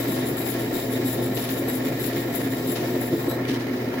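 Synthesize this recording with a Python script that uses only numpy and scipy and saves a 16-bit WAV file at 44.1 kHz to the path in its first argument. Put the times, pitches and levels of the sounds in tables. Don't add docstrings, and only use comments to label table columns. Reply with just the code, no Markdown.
import sys
import numpy as np
from scipy import signal
from scipy.fft import rfft, irfft
from scipy.io import wavfile

SR = 44100
rng = np.random.default_rng(int(sys.argv[2]) if len(sys.argv) > 2 else 0)


def to_wav(s):
    ch = np.atleast_2d(s).T
    pcm = np.round(np.clip(ch, -1, 1) * 32767)
    wavfile.write(sys.argv[1], SR, pcm.astype(np.int16))


N = 176400
T, HZ = np.arange(N) / SR, np.maximum(np.arange(N // 2 + 1) * SR / N, 1)
DRIVE_TURNS_PER_S, WHEEL_TURNS_PER_S = 16.56, 3.125
LIFT_S, RELEASE_S = 3.35, 0.025

# (start [s], length [s], relative grit level [dB], relative squeal level [dB])
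STROKES = [(0,0.049,-43,-27),(0.086,0.13,-44,-30),(0.264,0.026,-41.5,-28),(0.376,0.045,-47.5,-24.5),(0.46,0.058,-41,-28),(0.6,0.046,-42.5,-30),(0.738,0.11,-38.5,-33),(0.918,0.043,-41,-27),(1.059,0.093,-40.5,-25.5),(1.226,.048,-41,-31),(1.353,0.11,-43,-26.5),(1.497,0.049,-40.5,-33),(1.57,0.013,-38.5,-30),(1.688,0.08,-43,-28),(1.847,0.046,-40.5,-39),(2.002,0.064,-41,-26.5),(2.159,0.067,-39,-47),(2.334,0.15,-43,-33.5),(2.511,0.18,-44.5,-39),(2.682,0.058,-43,-28.5),(2.876,.06,-44,-52),(3.014,0.058,-45,-33),(3.19,0.054,-44,-44),(3.295,0.022,-41,-28)]
# (frequency [Hz], left minus right [dB])
MACHINE_BALANCE = [(60, -7), (110, -2), (200, -0.5), (380, 1), (700, 4.5), (1290, -4.5), (2380, -2),
                   (4400, -1.5), (8120, 11.5), (11000, 7), (15000, 23)]
GRIT_BALANCE = [(2000, 10), (3800, -3), (5200, -7), (7400, 27), (9000, 10), (10300, 7), (11500, 17),
                (13000, 17), (15000, 27)]


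def from_db(db):
    return 10 ** (np.asarray(db) / 20)


def rms_one(x):
    return x / np.sqrt(np.mean(x ** 2) + 1e-20)


def at_hz(points, hz=HZ):
    f, value = np.transpose(points)
    return np.interp(np.log(hz), np.log(f), value)


def drift(rate_hz):
    return rms_one(irfft(rfft(rng.standard_normal(N)) / (1 + (HZ / rate_hz) ** 2), N))


def sway(width_hz):
    return np.array([drift(width_hz) + 1j * drift(width_hz) for side in range(2)])


def colour(spectra, shape, balance):
    sides = from_db(at_hz(balance) * np.array([[.5], [-.5]]))
    return rms_one(irfft(spectra * from_db(at_hz(shape)) * sides / np.hypot(*sides), N))


def workshop(x, t60_s=0.099, tail_db=-8):
    tail = rng.standard_normal((2, N)) * from_db(-60 * T / t60_s)
    tail *= from_db(tail_db) / np.sqrt(np.sum(tail ** 2, axis=1, keepdims=True))
    return (x + signal.fftconvolve(x, tail, axes=1)[:, :N]) / np.hypot(1, from_db(tail_db))


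def swells_and_dips(width_s=0.014):
    # (time [s], gain [dB])
    bumps = [(.09, 6), (.185, 5.5), (.31, 3), (.37, -7), (.74, 3), (.81, -7), (1.0, 5), (1.19, 1),
             (1.38, 2), (1.46, -5), (1.68, 4), (1.81, 4), (1.92, 5), (2.11, -8.5), (2.16, 3.5), (2.34, 1),
             (2.46, 1.5), (2.56, -3), (3.135, 8), (3.21, -6), (3.28, 5.5), (3.64, -5), (3.7, 2),
             (3.89, 2.5)]
    return from_db(sum(db * np.exp(-((T - s) / width_s) ** 2) for s, db in bumps))


def motor(waver_db=2.5, warble_hz=6):
    # (frequency [Hz], rms level [dB], rms waver [Hz])
    lines = [(120.3, -37, 0.76), (255.8, -38.5, 5.02), (265.2, -42.5, 6.8), (342.5, -42.5, 13),
             (509.3, -47, 5.03)]
    out, bump_gain = 0, swells_and_dips()
    for k, (hz, db, waver_hz) in enumerate(lines):
        pitch_hz = hz + waver_hz * drift(warble_hz)
        amplitude = np.sqrt(2) * from_db(db + waver_db * drift(10))
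        line = amplitude * np.sin(2 * np.pi * (np.cumsum(pitch_hz) / SR + rng.random()))
        out = out + line * (bump_gain if k else 1)
    return out * from_db([[-.3], [.3]])


def air_noise(repeat_share=0):
    # (frequency [Hz], correlation [-1..1])
    likeness = [(100, 0.96), (330, 1), (490, 0.61), (730, 1), (920, -0.22), (1250, 1), (1480, -0.22),
                (1820, 0.65), (1970, -0.093), (2250, 0.44), (2550, -0.43), (6000, 0.12)]
    fresh, cyclic = rng.standard_normal((2, 2, N))
    cyclic = cyclic[:, (np.arange(N) % (SR / DRIVE_TURNS_PER_S)).astype(int)]
    mid, side = rfft(np.sqrt(1 - repeat_share) * fresh + np.sqrt(repeat_share) * cyclic)
    alike = np.clip(at_hz(likeness), -.999, .999)
    return np.sqrt(1 + alike) * mid + np.sqrt(1 - alike) * side * [[1], [-1]]


def rumble(level_db=-27.5, throb_db=.6, throb_hz=7.4):
    # (frequency [Hz], relative density [dB])
    shape = [(20, -50), (40, -29), (80, -21.5), (105, -14.5), (143, -5), (180, -12), (220, -6), (262, 3.5),
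             (305, -6), (350, 1.5), (392, -6.5), (435, -4.5), (480, -10.5), (700, -25), (2000, -63)]
    throb = np.cos(2 * np.pi * throb_hz * T + drift(0.74))
    gain = from_db(level_db + throb_db * throb) * swells_and_dips()
    return gain * colour(air_noise(), shape, MACHINE_BALANCE)


def whirr(level_db=-32, crest_s=0.061, uncover_s=0.18):
    # (frequency [Hz], relative density [dB])
    shape = [(200, -13), (400, -2.5), (500, 1), (620, -2.5), (695, -1), (780, -5.5), (860, -7), (925, -2.5),
             (1010, -12), (1090, -9.5), (1170, -17.5), (1260, -12), (1400, -11.5), (1530, -16.5),
             (1700, -8.5), (1810, -8), (1890, -8), (2050, -9.5), (2190, -13.5), (2400, -14), (2600, -18),
             (3800, -18.5), (5400, -22), (7000, -29), (8500, -34.5), (11000, -29.5), (15000, -22.5),
             (17000, -15.5)]
    # (band centre [Hz], depth [dB])
    swell = [(300, 0), (600, 1), (1200, 1.5), (2000, 1.84), (5000, 0.5)]
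    # (frequency [Hz], gain [dB])
    uncovered = [(500, -2), (1300, 1.5), (2100, 1.5), (3500, -1.5)]
    spectra = rfft(workshop(colour(air_noise(repeat_share=.12), shape, MACHINE_BALANCE)))
    turn = np.cos(2 * np.pi * DRIVE_TURNS_PER_S * (T - crest_s))
    hands_away = np.clip((T - LIFT_S) / uncover_s + .5, 0, 1)
    out, rattle_db = 0, 1.15 * drift(85)
    for hz, depth_db in swell:
        band = at_hz([(centre_hz, centre_hz == hz) for centre_hz, _ in swell])
        gain_db = depth_db * turn + at_hz(uncovered, hz) * hands_away + rattle_db + 1.26 * drift(4.1)
        out = out + irfft(spectra * band, N) * from_db(gain_db)
    return from_db(level_db) * out


def wheel_ring(pitch_hz=1825, level_db=-51):
    sides = sway(width_hz=44)
    ring = (sides + sides.mean(0)) * np.exp(2j * np.pi * pitch_hz * T)
    return from_db(level_db) * rms_one(ring.real)


def press(start_s, length_s, attack_s=0.0076, ease_db_per_s=41):
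    age_s = T - start_s
    rise = np.clip(age_s / attack_s + .5, 0, 1)
    hold = from_db(-ease_db_per_s * (np.clip(age_s, 0, length_s) - length_s / 2))
    return rise * hold * np.exp(-np.maximum(age_s - length_s, 0) / RELEASE_S)


def resting(db):
    return from_db(db) * np.exp(-np.maximum(T - LIFT_S, 0) / RELEASE_S)


def abrasion(shape, grains_per_s=1200, spread_db=1.5, click_db=-2, flutter_db=1.6):
    sizes = from_db(spread_db * np.minimum(rng.exponential(1, N), 5))
    hits = rng.random(N) < grains_per_s / SR
    clicks = rms_one(hits * sizes * rng.standard_normal((2, N)))
    force = rng.standard_normal((2, N)) + from_db(click_db) * clicks
    force *= from_db(flutter_db * drift(87))
    return colour(rfft(workshop(force)), shape, GRIT_BALANCE)


def grit(pressure, bite_s=.002, gain_db=5.5):
    # (frequency [Hz], relative density [dB])
    hiss_shape = [(2000, 4.5), (3800, 2), (5000, 1.5), (6500, -2.5), (7400, 0.5), (8500, -11.5),
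                  (10000, -1.5), (11400, 0.5), (12500, 7), (13700, 3.5), (15000, 11), (17000, 6)]
    bite_shape = [(2000, -20), (5000, -29), (7400, 1.5), (8500, -22), (11000, 9), (13500, 3), (15200, 9),
                  (17000, -2.5)]
    # (time [s], relative level [dB])
    bites = [(.115, -37), (.285, -37), (.474, -39), (.498, -37), (1.084, -37), (1.125, -38), (1.387, -37),
             (1.5, -34.5), (1.586, -40), (1.752, -39), (2.035, -36), (2.06, -39), (2.348, -32),
             (2.716, -37), (3.011, -34)]
    biting = sum(from_db(db) * press(s, bite_s) for s, db in bites)
    return from_db(gain_db) * (pressure * abrasion(hiss_shape) + biting * abrasion(bite_shape))


def scuffs():
    # (start [s], length [s], level [dB])
    rubs = [(0, 0.1, -43.5), (0.14, 0.13, -42.5), (0.517, 0.25, -45), (1.367, 0.014, -34),
            (1.416, 0.057, -40), (1.488, .015, -36.5), (2.04, 0.062, -39), (2.13, 0.044, -43),
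            (2.754, 0.017, -33.5), (2.8, 0.14, -49), (3.478, 0.037, -35.5), (3.537, 0.026, -38),
            (3.598, 0.031, -43)]
    # (frequency [Hz], relative density [dB])
    shape = [(1000, 0.5), (2200, 4.5), (4000, 5.5), (5500, 2), (8500, -10), (11000, -5), (16000, -12)]
    return sum(from_db(db) * press(s, length_s) for s, length_s, db in rubs) * abrasion(shape)


def stone_pitch(centre_hz=3738, swing_hz=78, crest_s=1.672, rise_hz=170, rise_s=.08):
    swing = np.cos(2 * np.pi * WHEEL_TURNS_PER_S * (T - crest_s))
    lift = np.exp(np.minimum(T - LIFT_S, 0) / rise_s)
    return centre_hz + swing_hz * swing + rise_hz * lift


def squeal(lead_s=0.0094, jitter_hz=36, wander_hz=10, roughness=.8, flutter_db=2, gain_db=-6.8):
    # (pitch multiple, relative left [dB], relative right [dB])
    partials = [(1, -17, -14), (2, -9, -25), (3, -1, -10), (4, -7, -27)]
    push = resting(db=-49)
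    push += sum(from_db(db) * press(s - lead_s, length_s) for s, length_s, _, db in STROKES)
    pitch_hz = stone_pitch() + jitter_hz * drift(253) + wander_hz * drift(27)
    phase = 2 * np.pi * np.cumsum(pitch_hz) / SR
    out, lag_rad = 0, np.array([[0], [2 * np.pi / 3]])
    for multiple, left_db, right_db in partials:
        partial = (1 + roughness * sway(width_hz=280)) * np.exp(1j * (multiple * phase - lag_rad))
        out = out + from_db([[left_db], [right_db]]) * [rms_one(side) for side in partial.real]
    flutter = rms_one(from_db(flutter_db * drift(31)))
    return from_db(gain_db) * out * push * flutter


def rasp(pressure):
    # (pitch multiple, relative left [dB], relative right [dB])
    modes = [(1, -10, -5), (2, -5, -20), (3, -5.5, -13), (4, -8, -27)]
    out, phase = 0, 2 * np.pi * np.cumsum(stone_pitch()) / SR
    for multiple, left_db, right_db in modes:
        mode = sway(width_hz=230) * np.exp(1j * multiple * phase)
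        out = out + from_db([[left_db], [right_db]]) * mode.real
    return pressure * out


def stone():
    pushes = [from_db(db) * press(s, length_s) for s, length_s, db, _ in STROKES]
    pressure = np.max([resting(db=-46)] + pushes, axis=0)
    return grit(pressure) + scuffs() + workshop(squeal() + rasp(pressure))


def squeaks(left_minus_right_db=-3):
    # (start [s], length [s], level [dB], pitch [Hz])
    touches = [(.1, .04, -53, 3730), (0.202, 0.047, -44, 3760), (.94, .015, -42, 3700),
               (1.178, 0.041, -46, 3680), (2.44, .012, -44, 3680), (2.656, 0.03, -49, 3810),
               (3.314, 0.008, -43, 4000)]
    tones = sum(from_db(db) * press(s, length_s) * np.exp(2j * np.pi * hz * T)
                for s, length_s, db, hz in touches)
    sides = from_db(left_minus_right_db * np.array([[.5], [-.5]]))
    return workshop(np.real(tones * sway(width_hz=190)) * sides)


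def ticks(decay_s=0.0021):
    # (time [s], level [dB])
    catches = [(1.372, -25.5), (2.765, -36), (3.453, -24), (3.695, -33)]
    # (frequency [Hz], relative density [dB])
    shape = [(1500, 2), (3200, 6), (4200, -18), (7000, -29), (16000, -22)]
    jolts = sum(from_db(db) * (T >= s) * np.exp(-np.abs(T - s) / decay_s) for s, db in catches)
    return jolts * colour(rfft(rng.standard_normal((2, N))), shape, GRIT_BALANCE)


def scene():
    return motor() + rumble() + whirr() + wheel_ring() + stone() + ticks() + squeaks()


def record(dry):
    cutoff_hz = 15750
    return signal.sosfilt(signal.ellip(12, .1, 80, cutoff_hz, fs=SR, output="sos"), dry)


dry = scene()
out = record(dry)
to_wav(out)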